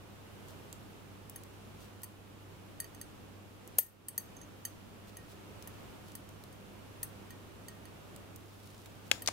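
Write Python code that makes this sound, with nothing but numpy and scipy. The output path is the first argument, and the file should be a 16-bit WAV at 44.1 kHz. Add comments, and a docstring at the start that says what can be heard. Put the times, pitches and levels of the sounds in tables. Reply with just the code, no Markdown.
"""A quiet room: knitting with thin metal needles, heard close up.
The needles tap each other and ring in their bending modes, damped by fingers and wool.
Between the taps, tips tick as short noise snaps and yarn slides in fine noise grains.
Hard knocks sound, most of them near the end, where a loose needle knocks and bounces on something hard.
Mains hum and room air lie underneath; gain control ducks whenever treble peaks pass its limit."""
import sys
import numpy as np
from scipy import signal
from scipy.fft import rfft, irfft
from scipy.io import wavfile
from scipy.ndimage import uniform_filter1d, minimum_filter1d

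SR = 44100
rng = np.random.default_rng(int(sys.argv[2]) if len(sys.argv) > 2 else 0)


def generate_wav(signal):
    """Clip the signal to [-1, 1] and save it as 16-bit WAV at the path in sys.argv[1]."""
    frames = np.transpose(np.atleast_2d(signal))
    scaled = np.clip(frames, -1, 1) * 32767
    pcm = np.round(scaled).astype(np.int16)
    wavfile.write(sys.argv[1], SR, pcm)


N = 411012
TIME = np.arange(N) / SR  # the whole scene [s]
RING = np.arange(int(.4 * SR)) / SR  # time within one short sound [s]


def undb(db):
    """Decibels to gain."""
    return 10 ** (np.asarray(db) / 20)


def unit(x):
    """Scale to rms 1."""
    return x / np.sqrt(np.mean(x ** 2))


def pan(db):
    """Left and right gains for a level difference, left minus right in dB."""
    return undb(np.array([[db], [-db]]) / 2)


def fade(t60):
    """Exponential decay that loses 60 dB in t60 seconds."""
    return np.exp(-np.log(1000) * RING / t60)


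def add(out, s, sound):
    """Mix a stereo sound in at time s."""
    start = int(s * SR)
    out[:, start:start + sound.shape[1]] += sound[:, :N - start]


def colour(x, points):
    """Filter by a spectrum of (frequency [Hz], level [dB]) points, joined on a log frequency axis."""
    hz, db = np.transpose(points)
    f = np.maximum(np.fft.rfftfreq(x.shape[-1], 1 / SR), 1)
    gain = undb(np.interp(np.log(f), np.log(hz), db))
    return irfft(rfft(x) * gain, x.shape[-1])


def resonate(x, hz, q):
    """One resonance, gain 1 at its centre."""
    b, a = signal.iirpeak(hz, q, fs=SR)
    return signal.lfilter(b, a, x)


def stereo_noise(size, likeness):
    """White noise of which a share of the power is common to both channels."""
    common = rng.standard_normal(size)
    separate = rng.standard_normal((2, size))
    return np.sqrt(likeness) * common + np.sqrt(1 - likeness) * separate


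def walk(rate):
    """Slow random drift of rms 1, with about rate new values a second."""
    k = int(SR / rate)
    steps = np.repeat(rng.standard_normal(N // k + 1), k)
    return unit(uniform_filter1d(steps, k)[:N])


def background():
    """Room air, most alike in both channels in the bass, and a slightly wavering mains hum."""
    # room air and microphone hiss: (frequency [Hz], relative level [dB])
    air_spectrum = [(20, -15), (48, -6), (100, -5.5), (170, -5), (300, -7), (500, -10.5), (800, -14),
                    (1300, -16), (1900, -21.5), (2800, -20.5), (4600, -28), (8000, -31), (15000, -32.5),
                    (16500, -41)]
    # mains hum partials: (frequency [Hz], mean level before panning [dB rms])
    hum_partials = [(100, -59), (200, -67), (300, -72), (400, -75.5), (500, -77.5)]
    shared = colour(rng.standard_normal(N), [(100, -5), (350, -5.5), (900, -9), (2500, -17.5)])
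    air = unit(colour(rng.standard_normal((2, N)) + shared, air_spectrum))
    air = air * undb(-52.5 + 0.93 * walk(3))
    hum = np.zeros(N)
    for hz, db in hum_partials:
        level = undb(db + 1.0 * walk(4))
        phase = 2 * np.pi * hz * TIME + 0.12 * walk(5.5)
        hum += level * np.sqrt(2) * np.sin(phase)
    return air * pan(-1.57) + hum * pan(-.8)


def yarn():
    """Fibres catch and let go in tiny grains while the wool slides along a needle."""
    # slides: (middle [s], length [s], level at the middle [dB])
    slides = [(.50, 0.055, -63), (1.836, 0.08, -59), (5.088, 0.034, -58), (5.313, 0.056, -59),
              (6.088, 0.087, -63.5), (8.697, 0.6, -63), (9.07, 0.041, -62)]
    speed = sum(undb(db) * np.exp(-(2 * (TIME - s) / length) ** 2) for s, length, db in slides)
    grains = stereo_noise(N, 0.3) * undb(3.0 * walk(300))
    return speed * unit(colour(grains, [(800, -34), (3500, 2.5), (8000, -3), (16000, -6)]))


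def ticks():
    """A tip slipping off a stitch, pressed into wool, cannot ring: a short snap with little bass."""
    # dry ticks: (time [s], level [dB], centre [Hz])
    tick_events = [(.4848, -49, 7300), (.7275, -37.5, 7300), (1.2967, -35, 17500), (1.4358, -44.5, 8000),
                   (2.0183, -49, 13200), (3.676, -42, 14700), (3.783, -32, 9000), (5.6243, -43, 5560),
                   (6.1185, -48, 6280), (6.2901, -47, 6470), (6.438, -45, 3430), (8.162, -43, 9250),
                   (8.36, -41, 13500), (8.8588, -45, 3120)]
    out = np.zeros((2, N))
    for s, db, hz in tick_events:
        snap = colour(stereo_noise(len(RING), 0.2), [(0.15 * hz, -26), (0.44 * hz, -1), (17000, -2)])
        snap = unit(snap + 1.1 * resonate(snap, hz, 3.7))
        add(out, s, undb(db) * pan(-.5) * snap * fade(0.016))
    return out


def room(x, wet_db, t60):
    """Reflections of a small furnished room, dense after a few milliseconds."""
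    tail = colour(rng.standard_normal((2, len(RING))), [(200, 6), (6000, 2.5), (16000, 1)])
    tail = tail * fade(t60) * (1 - fade(0.0093))
    tail = unit(tail) / np.sqrt(len(RING))  # energy 1 on average per channel
    return undb(wet_db) * signal.fftconvolve(x, tail, axes=1)[:, :N]


def taps():
    """Each tap rings the bending modes; those with a node at the contact or by the microphone stay weak."""
    # needle against needle: (time [s], level [dB], contact point [share of the length],
    # point nearest the microphone [share of the length])
    tap_events = [(1.3592, -38.5, .425, .355), (2.0327, -33.5, 0.044, .37), (2.041, -37.5, .05, 0.37),
                  (2.801, -29.5, 0.459, 0.478), (2.843, -43, 0.15, 0.16), (2.947, -49, 0.13, .39),
                  (3.013, -36, 0.13, 0.056), (3.7849, -3.5, 0.039, .385), (3.8082, -38, .135, .385),
                  (4.0838, -27, 0.364, .21), (4.178, -22, .27, 0.3), (4.3655, -56, 0.1, .425),
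                  (4.414, -50.5, 0.12, .42), (4.6513, -27.5, .14, 0.42), (5.169, -39.5, 0.43, 0.038),
                  (5.6734, -38, 0.04, 0.42), (6.152, -33.5, 0.031, .365), (6.5262, -54, .365, .445),
                  (7.0297, -24.5, 0.046, 0.248), (7.305, -44.5, 0.15, 0.39), (7.683, -39, 0.14, .37),
                  (7.8536, -51.5, 0.12, 0.17), (9.2205, -37.5, .185, .385), (9.261, -43, 0.16, .36)]
    # bending modes of a needle, second to tenth: (frequency [Hz], relative level [dB],
    # decay [multiple of the tap's t60], left minus right [dB], mean phase between the ports [rad])
    needle_modes = [(950, -21, 1.5, 1, .3), (1865, -8, 1.5, -7, -1.6), (3070, -16.5, 1.3, -4, 1.6),
                    (4570, -10, 1.2, -4, 1.1), (6335, -8, 1.05, -6, .4), (8375, -2.5, 1.05, -2, .8),
                    (10710, 1, 1.0, 4, 1.4), (13300, -1.5, 1.0, 7, .6), (15650, -22, .9, 5, -1.5)]
    ordinary_db = -36  # a harder tap than this is brighter and has less scrape for its ring
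    tilt_db_per_octave, tilt_per_db = -0.56, 0.23  # brightness, and its rise per dB of strength
    scrape_db, scrape_drop_per_db = -1, 0.14
    attack_t60_s, t60_s = 0.0034, 0.053  # the decay is before the choke below
    out = np.zeros((2, N))
    for s, db, contact, nearest in tap_events:
        force_db = db - ordinary_db
        tilt_db = tilt_db_per_octave + tilt_per_db * force_db
        # the needles scrape for a moment as they meet
        scrape = colour(stereo_noise(len(RING), 0.21), [(500, -19.5), (5000, -6.5), (12000, 2), (16000, 1)])
        sound = undb(scrape_db - scrape_drop_per_db * force_db) * fade(0.021) * scrape
        for k, (hz, mode_db, hold, side_db, port_phase) in enumerate(needle_modes):
            # a free bar's mode shape at the two points
            points = np.array([contact, nearest])
            struck, heard = np.cos(np.pi * ((k + 2 + .5) * points + .5 / 2))
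            coupling = np.sqrt((.08 + struck ** 2) * (.5 + heard ** 2))
            size = coupling * undb(mode_db + tilt_db * np.log2(hz / 8000))
            # the grip shifts the pitch a little; the needle's angle shifts the phase between the ports
            detune, turn = rng.standard_normal(2)
            between_ports = np.array([[0], [port_phase + .3 * turn]])
            phase = 2 * np.pi * hz * (1 + .0015 * detune) * RING + between_ports
            sound = sound + size * pan(side_db) * np.sin(phase) * fade(t60_s * hold)
        # staying in contact chokes the ring ever faster
        pressed = np.exp(-(RING / (.3 * t60_s)) ** 2)
        add(out, s, undb(db) * sound * pressed * (1 - fade(attack_t60_s)))
    return out


def singing():
    """The faint after-ring, in one mode, of a needle that the fingers hardly touch."""
    # after-rings: (time [s], frequency [Hz], level before attack, decay and panning [dB])
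    singing_events = [(2.802, 1865, -59), (3.786, 1860, -49), (4.18, 1865, -76), (4.366, 6335, -47.5),
                      (4.414, 6335, -53), (4.431, 6335, -53), (5.171, 1865, -57), (7.032, 1865, -62),
                      (7.306, 1865, -59), (7.682, 1865, -57.5)]
    t60_at_2khz_s, damping_power = 0.37, 1.7  # higher modes die sooner
    out = np.zeros((2, N))
    for s, hz, db in singing_events:
        t60 = t60_at_2khz_s * (2000 / hz) ** damping_power
        ring = np.sin(2 * np.pi * hz * RING) * fade(t60) * (1 - fade(0.12 * t60))
        add(out, s, undb(db) * pan(-7) * ring)
    return out


def blows():
    """Each knock and its evenly spaced bounces of one strength, as (s, dB, ringing Hz, t60 s)."""
    # hard knocks: (time [s], level [dB], ringing [Hz], bounces [count], bounces against the knock [dB])
    knock_events = [(3.786, -16.5, 620, 0, 0), (9.1143, -11, 2660, 1, -19.5), (9.2611, -33, 4500, 0, 0),
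                    (9.275, -14.5, 5770, 3, -10.5)]
    knock_t60_s, bounce_t60_s, bounce_gap_s = 0.012, 0.019, 0.0037
    last_bounce_hz = 935  # the bounces step down to this pitch
    for s, db, hz, count, bounce_db in knock_events:
        yield s, db, hz, knock_t60_s
        pitches = np.linspace(hz, last_bounce_hz, round(count) + 1)[1:]
        for k, bounce_hz in enumerate(pitches, 1):
            yield s + k * bounce_gap_s, db + bounce_db, bounce_hz, bounce_t60_s


def knocks():
    """Hard, dead blows with one broad resonance and any bounces; the crack spreads through the room."""
    # colour of a knock: (frequency [Hz], relative level [dB])
    knock_spectrum = [(100, -16), (400, 1), (1000, 0), (1500, -4), (2700, -1), (3600, -3), (6500, -.5),
                      (9000, -8.5), (12000, -14), (16000, -20)]
    side_db, lead_s = 5.5, .00008  # the left port is louder and hears it first
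    near, spread = np.zeros((2, 2, N))
    for s, db, hz, t60 in blows():
        crack = colour(stereo_noise(len(RING), 0.47), knock_spectrum)
        envelope = undb(db) * pan(side_db) * fade(t60)
        add(near, s, envelope * unit(crack + 4.7 * resonate(crack, hz, 4.9)))
        add(spread, s, envelope * unit(crack))
    near[1] = np.pad(near[1], (round(lead_s * SR), 0))[:N]
    return near + room(spread, wet_db=-17.5, t60=.28)


def scene():
    """Needles and their reflections, knocks and yarn over the room's background."""
    needles = taps() + ticks() + singing()
    reflections = room(needles, wet_db=-12, t60=.22)
    return needles + reflections + knocks() + yarn() + background()


def gain_control(x, limit_db, hold_s, release_db_per_s):
    """Treble peaks over the limit turn the gain down at once; it stays down a moment, then comes back."""
    treble = signal.sosfilt(signal.butter(2, 9000, "high", fs=SR, output="sos"), x)
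    peak_db = 20 * np.log10(np.abs(treble).max(axis=0) + 1e-9)
    over = np.maximum(peak_db - limit_db, 0)
    # the largest excess within the hold time just past
    half = max(int(hold_s * SR / 2), 1)
    held = -minimum_filter1d(-over, size=2 * half + 1, origin=half, mode="nearest")
    # a running maximum on a rising ramp lets the reduction shrink at the release rate
    recovery = release_db_per_s * TIME
    gain = undb(recovery - np.maximum.accumulate(held + recovery))
    # smooth over about a millisecond, still reaching full reduction at the peak
    return x * uniform_filter1d(minimum_filter1d(gain, size=89), size=45)


def record(dry):
    """Gain control on treble peaks, then a steep top cut at 15750 Hz."""
    held = gain_control(dry, limit_db=-9.5, hold_s=0.2, release_db_per_s=29)
    top_cut = signal.ellip(10, .2, 80, 15750, fs=SR, output="sos")
    return signal.sosfilt(top_cut, held)


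dry = scene()
out = record(dry)
generate_wav(out)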